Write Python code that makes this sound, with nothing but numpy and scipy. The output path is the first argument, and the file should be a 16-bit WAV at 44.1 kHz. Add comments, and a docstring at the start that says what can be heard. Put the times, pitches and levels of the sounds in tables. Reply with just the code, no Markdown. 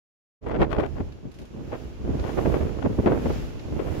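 """After 0.4 s of silence, gusty wind hits two microphone openings (ports) below a turning windmill.
A low rumble and a rough flutter follow the wind. Single swirls of air (eddies) break on the ports
as soft bumps and deep thumps, with a crackle on the hard early ones. From about 1 s, a sail swishes
past roughly every 0.8 s over a thin hiss of open air. A few faint ticks sound as the wind drops;
then it builds again, and bumps hardest around 3 s."""
import sys
import numpy as np
from scipy import signal
from scipy.fft import rfft, irfft
from scipy.io import wavfile
from scipy.ndimage import uniform_filter1d

SR = 44100
rng = np.random.default_rng(int(sys.argv[2]) if len(sys.argv) > 2 else 0)


def put_to_file(sound):
    """Save the sound as 16-bit audio at rate SR, in the file named by the first command-line argument."""
    columns = np.atleast_2d(sound).T  # one column per channel
    safe = np.clip(columns, -1, 1)
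    whole_steps = np.round(safe * 32767)
    wavfile.write(sys.argv[1], SR, whole_steps.astype(np.int16))


N = 176400
TIME = np.arange(N) / SR

# Strength of the wind on the ports: t/s, rumble level/dB, flutter level/dB
GUSTS = [(0.45, -34.5, -36.5), (0.62, -28.5, -21.5), (0.8, -30, -45), (1.03, -33.5, -39),
         (1.17, -44.5, -49), (1.5, -50.5, -51.5), (1.72, -34.5, -38), (1.97, -40.5, -45), (2.07, -29, -33),
         (2.3, -31.5, -32), (2.5, -24, -24), (2.75, -30, -34), (3.05, -35, -35.5), (3.3, -29, -28),
         (3.4, -31.5, -34.5), (3.6, -40, -41.5), (3.82, -30.5, -29), (4.0, -27.5, -31)]
# Eddies breaking on the ports: t/s, level/dB, half-length/s, corner f/Hz, pan/dB (left minus right)
EDDY_BUMPS = [(0.468, -23.5, 0.0053, 435, 3.5), (0.509, -28.5, 0.017, 604, 4.5),
              (0.554, -26.5, 0.0068, 535, 13.5), (0.621, -16.5, 0.011, 580, 4.5),
              (0.646, -22.5, 0.005, 540, 0), (0.734, -31.5, 0.015, 580, 16.5),
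              (.768, -22.5, 0.0054, 447, -0.5), (0.798, -19.5, .012, 390, 4),
              (0.836, -24.5, .009, 450, 5.5), (0.862, -27.5, 0.0082, 415, 2),
              (0.983, -36.5, 0.014, 533, 11.5), (1.005, -26.5, 0.007, 340, 1.5),
              (1.266, -35, 0.017, 222, 2.5), (1.417, -37.5, 0.018, 240, -0.5),
              (1.582, -35, 0.034, 244, -3.5), (1.736, -26.5, 0.011, 554, 2), (2.051, -32, 0.008, 255, -4),
              (2.095, -26, 0.01, 270, -5.5), (2.145, -25, 0.0085, 265, -1), (2.244, -24.5, 0.0035, 370, 13),
              (2.282, -32.5, 0.018, 667, 13), (2.384, -16, 0.0074, 420, 0), (2.461, -22.5, 0.007, 440, 3),
              (2.473, -15, 0.0068, 285, -2), (2.543, -20, 0.0055, 443, 2), (2.567, -21.5, 0.0085, 390, -1),
              (2.624, -27, 0.015, 330, -4), (2.694, -32.5, 0.0028, 505, 17.5),
              (2.792, -33.5, 0.0036, 480, 18), (2.827, -27.5, 0.004, 440, 5),
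              (2.858, -13.5, 0.0073, 310, -1.5), (2.902, -23, 0.0084, 252, 1.5),
              (2.995, -15, 0.0064, 260, -3.5), (3.043, -22.5, 0.0054, 300, 12),
              (3.072, -12.5, 0.0094, 392, -1), (3.116, -14.5, 0.013, 350, 0.5),
              (3.16, -24, 0.016, 353, -2.5), (3.261, -17.5, 0.0052, 380, 2),
              (3.308, -24.5, 0.0054, 454, -5), (3.728, -25, 0.0058, 247, -2),
              (3.801, -26, 0.0051, 516, 13.5), (3.88, -32.5, 0.0061, 550, 15.5)]
# How the ports boost or weaken each frequency: f/Hz, level/dB
PORT_TONE = [(30, -6), (62, 6), (90, -1.5), (130, 1), (190, -3.5), (250, 2), (320, 0.35), (420, 0.77),
             (700, -1.5), (1200, -1.43), (2000, 0), (2800, 0.5), (4500, -7.5), (8500, -11.5)]
# How alike the wind is at the two ports: f/Hz, likeness (1 = the same, 0 = unrelated)
LIKENESS = [(60, -0.15), (200, 0.13), (600, 0.072), (2000, 0.042)]
# Moments when the bass drops out on the left: start t/s, end t/s, level change/dB
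BASS_DIPS = [(0.417, 0.578, -29), (0.644, 0.78, -34), (0.796, 0.918, -37), (1.704, 1.807, -55),
             (2.237, 2.472, -31), (2.473, 2.624, -17), (2.67, 2.857, -20), (3.042, 3.168, -10.5),
             (3.786, 3.986, -15.5)]
# Thumps of the largest eddies: t/s, level/dB, pan/dB
DEEP_THUMPS = [(0.612, -17, 5.5), (0.781, -24.5, -16), (1.011, -27, -12), (2.214, -19.5, -5),
               (2.485, -26, -12), (2.64, -26, -4), (2.914, -25, 5), (2.997, -31, 1)]
# Crackle of hard eddies: t/s, level/dB, half-length/s
CRACKLE_BURSTS = [(0.52, -64, 0.024), (0.615, -50, 0.015), (0.727, -47.5, 0.011), (0.806, -47, 0.008)]
# Tone of the crackle and the snaps: f/Hz, level/dB
CRACKLE_TONE = [(1500, 10.5), (3000, 4), (6000, -12), (8500, -21), (15500, -19)]
# Single snaps within the crackle: t/s, level/dB
SHARP_SNAPS = [(.466, -53), (.487, -45), (.5, -51), (0.619, -41), (.71, -48), (0.766, -46), (0.863, -39)]
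# Sails going by: t/s, hiss level/dB, swoosh level/dB, approach time/s
SAIL_PASSES = [(.95, -66.5, -60, .15), (1.79, -61.5, -56.5, 0.1), (2.52, -51, -53, 0.16),
               (3.335, -51.5, -46, 0.2), (4.0, -51, -51, 0.11)]
# Tone of the hiss through a sail's lattice: f/Hz, level/dB
SAIL_HISS_TONE = [(1500, 13), (3000, 4.5), (5000, -16), (7300, -4.5), (8300, -9.5), (9200, -8.5),
                  (11200, -2.5), (13000, -6.5), (15500, -10)]
# Tone of a sail's lower swoosh: f/Hz, level/dB
SWOOSH_TONE = [(600, 7), (1300, -2.5), (2000, -2.5), (2800, -1.5), (4000, -7), (5200, -6), (7200, -12.5),
               (8400, -27), (15500, -27.5)]
# Faint ticks and rustles: t/s, level/dB, decay time/s, top f/Hz
FAINT_TICKS = [(1.123, -48, 0.0061, 5000), (1.317, -54, 0.0099, 12000), (1.341, -57, 0.029, 12000),
               (1.387, -52.5, 0.021, 12000), (1.417, -57, 0.013, 12000), (1.453, -56, 0.014, 12000),
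               (2.196, -39.5, 0.008, 4830), (3.595, -42.5, 0.008, 4470)]
# Tone of the ticks: f/Hz, level/dB
TICK_TONE = [(1500, 5), (3000, 2.5), (6500, -2.5), (8500, -13), (11500, -4), (15500, -21)]
# Strength of the open-air hiss: t/s, level/dB
AIR_STRENGTH = [(.45, -62), (1.1, -58), (1.22, -61), (1.32, -60), (1.6, -57), (2.0, -56), (2.28, -47.5),
                (2.8, -51.5), (4.0, -51.5)]
# Tone of the open-air hiss: f/Hz, level/dB
AIR_TONE = [(600, -1), (1300, -5), (1900, -10), (2700, -6.5), (3800, -13), (6500, -16), (7400, -19),
            (8200, -34), (9200, -28.5), (11200, -25), (15500, -39)]

RUMBLE_CORNER_HZ, FLUTTER_CORNER_HZ = 106.4, 321   # above its corner, a sound falls away
RUMBLE_LOW_HZ, BUFFET_LOW_HZ = 28, 129   # below these, the bass thins out
RUMBLE_TRIM_DB, FLUTTER_TRIM_DB, EDDY_TRIM_DB = -0.5, 0.23, -0.18
ROUGH_DB, SPURTS_PER_S = 3.5, 143   # the wind's treble comes in spurts
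DIP_BELOW_HZ, DIP_FADE_S = 247, 0.049
CRACKLE_PAN_DB = 12


def wind():
    """Swirling air buffets the ports: rumble, flutter and eddies set the level of 22 noise bands."""
    edges = np.geomspace(20, 11000, 23)
    centres, widths = np.sqrt(edges[1:] * edges[:-1]), np.diff(edges)
    time = TIME[::40]   # coarse steps are enough for levels
    rumble_db, flutter_db = in_time(GUSTS, time)
    rumble = (pan(-1) * from_db(rumble_db + RUMBLE_TRIM_DB)) ** 2
    flutter = (pan(0.6) * from_db(flutter_db + FLUTTER_TRIM_DB)) ** 2
    rumble_share = turbulence(centres, widths, RUMBLE_CORNER_HZ, RUMBLE_LOW_HZ)
    flutter_share = turbulence(centres, widths, FLUTTER_CORNER_HZ, BUFFET_LOW_HZ)
    eddy_power = eddies(centres, widths, time)
    white = rng.standard_normal((2, 2, N))
    spurts = np.array([drift(SPURTS_PER_S), drift(SPURTS_PER_S)])
    out = 0
    for k, hz in enumerate(centres):
        left, right = np.sqrt(rumble_share[k] * rumble + flutter_share[k] * flutter + eddy_power[k])
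        left = left * bass_dips(hz, time)
        gain = np.array([np.interp(TIME, time, side) for side in (left, right)])
        noise = port_noise(white[k % 2], at_hz(LIKENESS, hz), edges[k], edges[k + 1])
        rough = rms_one(from_db(ROUGH_DB * spurts * np.log2(1 + hz / 530) ** .5))   # rougher higher up
        out = out + from_db(at_hz(PORT_TONE, hz)) * gain * rough * noise
    return out


def turbulence(hz, widths, corner_hz, low_hz):
    """Share of the swirling air's power in each band: flat from low_hz to the corner, then falling."""
    steepness = 4.086 + np.clip(np.log2(448 / corner_hz), 0, 1)   # steeper for slow, soft eddies
    power = widths / (1 + (hz / corner_hz) ** steepness) / (1 + (low_hz / hz) ** 2)
    return power / power.sum()


def eddies(centres, widths, time):
    """Each eddy breaks on the ports as a short swell of power in every band."""
    power = np.zeros((len(centres), 2, len(time)))
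    for s, db, width, corner_hz, pan_db in EDDY_BUMPS:
        share = turbulence(centres, widths, corner_hz, BUFFET_LOW_HZ)
        peak = (pan(pan_db) * from_db(db + EDDY_TRIM_DB)) ** 2
        for k, hz in enumerate(centres):
            stretch = (450 / hz) ** 0.041   # the bass lasts longer than the treble
            power[k] += share[k] * peak * bell(time, s, width * stretch, rise=0.79)
    return power


def port_noise(white, alike, low_hz, high_hz):
    """One band of wind noise, partly alike at the two ports, with its slow swings evened out."""
    shared, opposite = white
    pair = np.sqrt(1 + alike) * shared + np.sqrt(1 - alike) * opposite * [[1], [-1]]
    band_pass = signal.butter(3, [low_hz, high_hz], "band", fs=SR, output="sos")
    band = rms_one(signal.sosfilt(band_pass, pair))
    window = int(SR * max(2.86 / (high_hz - low_hz), .012))
    local_power = uniform_filter1d(band * band, window, axis=-1)
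    return rms_one(band / np.sqrt(local_power + 0.15))


def bass_dips(hz, time):
    """A gain that makes the bass drop out briefly and leaves the treble alone."""
    dip_db = sum(db * np.clip(np.minimum(time - start, end - time) / DIP_FADE_S + .5, 0, 1)
                 for start, end, db in BASS_DIPS)
    return from_db(dip_db / (1 + (hz / DIP_BELOW_HZ) ** 8))


def thumps(hz=66.7, half_length_cycles=0.67):
    """A large eddy pushes and pulls the air for a swing or two, out of step at the two ports."""
    phases = rng.uniform(0, 2 * np.pi, (len(DEEP_THUMPS), 2, 1))
    out = 0
    for (s, db, pan_db), phase in zip(DEEP_THUMPS, phases):
        swing = np.sin(2 * np.pi * hz * (TIME - s) + phase)
        out = out + from_db(db) * pan(pan_db) * bell(TIME, s, half_length_cycles / hz) * swing
    return out


def crackle(clicks_per_s=900, spread_db=3.5):
    """Sharp random clicks of uneven size, mostly on the left, while a hard eddy lasts."""
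    sizes = from_db(spread_db * np.minimum(rng.exponential(1, (2, N)), 3))
    signs = rng.choice([-1, 1], (2, N))
    clicks = (rng.random((2, N)) < clicks_per_s / SR) * sizes * signs
    level = np.sqrt(sum(from_db(db) ** 2 * bell(TIME, s, width) for s, db, width in CRACKLE_BURSTS))
    return pan(CRACKLE_PAN_DB) * level * coloured(clicks, CRACKLE_TONE)


def snaps(decay_s=0.0008):
    """The flow tears at the edge of one port: spikes about a millisecond long."""
    level = sum(from_db(db) * die_away(s, decay_s) for s, db in SHARP_SNAPS)
    return pan(CRACKLE_PAN_DB) * level * hiss(CRACKLE_TONE)


def sails(leave_s=0.085, swoosh_s=0.073):
    """Air rushes through each sail: a high hiss swells as it nears, a lower swoosh as it goes by."""
    hiss_power = swoosh_power = 0
    for s, hiss_db, swoosh_db, approach_s in SAIL_PASSES:
        hiss_power += from_db(hiss_db) ** 2 * bell(TIME, s, leave_s, rise=approach_s / leave_s)
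        swoosh_power += from_db(swoosh_db) ** 2 * bell(TIME, s, swoosh_s)
    high = np.sqrt(hiss_power) * hiss(SAIL_HISS_TONE)
    low = np.sqrt(swoosh_power) * hiss(SWOOSH_TONE)
    return pan(-0.8) * (high + low)


def ticks():
    """Short dry bursts that start at once and die away, some duller than others."""
    noise, out = hiss(TICK_TONE), 0
    for s, db, decay_s, top_hz in FAINT_TICKS:
        dulled = signal.sosfilt(signal.butter(2, top_hz, fs=SR, output="sos"), noise)
        out = out + from_db(db) * die_away(s, decay_s) * dulled
    return out


def open_air():
    """A smooth hiss of wind in the surroundings."""
    db, = in_time(AIR_STRENGTH, TIME)
    return pan(-2.5) * from_db(db) * hiss(AIR_TONE)


def from_db(db):
    """Turn decibels into a gain to multiply by."""
    return 10 ** (np.asarray(db) / 20)


def rms_one(x):
    """Scale a signal so its average strength (rms) is 1."""
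    return x / np.sqrt(np.mean(x ** 2) + 1e-20)


def pan(db):
    """Two gains that put the left side db decibels above the right."""
    return from_db(np.array([[.5], [-.5]]) * db)


def in_time(rows, time):
    """Join a table's points with straight lines over time."""
    s, *columns = np.transpose(rows)
    return [np.interp(time, s, column) for column in columns]


def at_hz(points, hz):
    """Read a table at any frequency, with octaves evenly spaced."""
    freqs, values = np.transpose(points)
    return np.interp(np.log(hz), np.log(freqs), values)


def bell(time, s, width, rise=1):
    """A smooth swell of height 1 around time s; rise scales the length of its first half."""
    return np.exp(-.5 * ((time - s) / np.where(time < s, width * rise, width)) ** 2)


def die_away(s, decay_s):
    """Jump to 1 at time s, then fade."""
    return (TIME >= s) * np.exp(-np.abs(TIME - s) / decay_s)


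def drift(rate):
    """A smooth random wobble of size about 1; a higher rate makes it faster."""
    step, settle = 40, 2000
    memory = np.exp(-2 * np.pi * rate * step / SR)
    white = rng.standard_normal(N // step + settle + 2)
    slow = signal.lfilter([1], [1, -2 * memory, memory ** 2], white)[settle:]
    return np.interp(np.arange(N) / step, np.arange(len(slow)), rms_one(slow))


def coloured(x, tone):
    """Shape a signal with a tone table, falling away below its first point; rms 1."""
    hz = np.arange(1, N // 2 + 2) * SR / N
    gain = from_db(at_hz(tone, hz)) * np.minimum(hz / tone[0][0], 1) ** 2
    return rms_one(irfft(rfft(x) * gain, N))


def hiss(tone):
    """Stereo noise with the given tone."""
    return coloured(rng.standard_normal((2, N)), tone)


def scene():
    """Everything heard at the two ports."""
    return wind() + crackle() + sails() + open_air() + ticks() + thumps() + snaps()


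def record(dry):
    """The sound fades in out of silence, and the highest treble is cut."""
    start_s, rise_s, cutoff_hz = 0.408, 0.027, 15900
    fade = np.clip((TIME - start_s) / rise_s, 0, 1) ** 2
    return signal.sosfilt(signal.ellip(10, .1, 90, cutoff_hz, fs=SR, output="sos"), dry * fade)


dry = scene()
out = record(dry)
put_to_file(out)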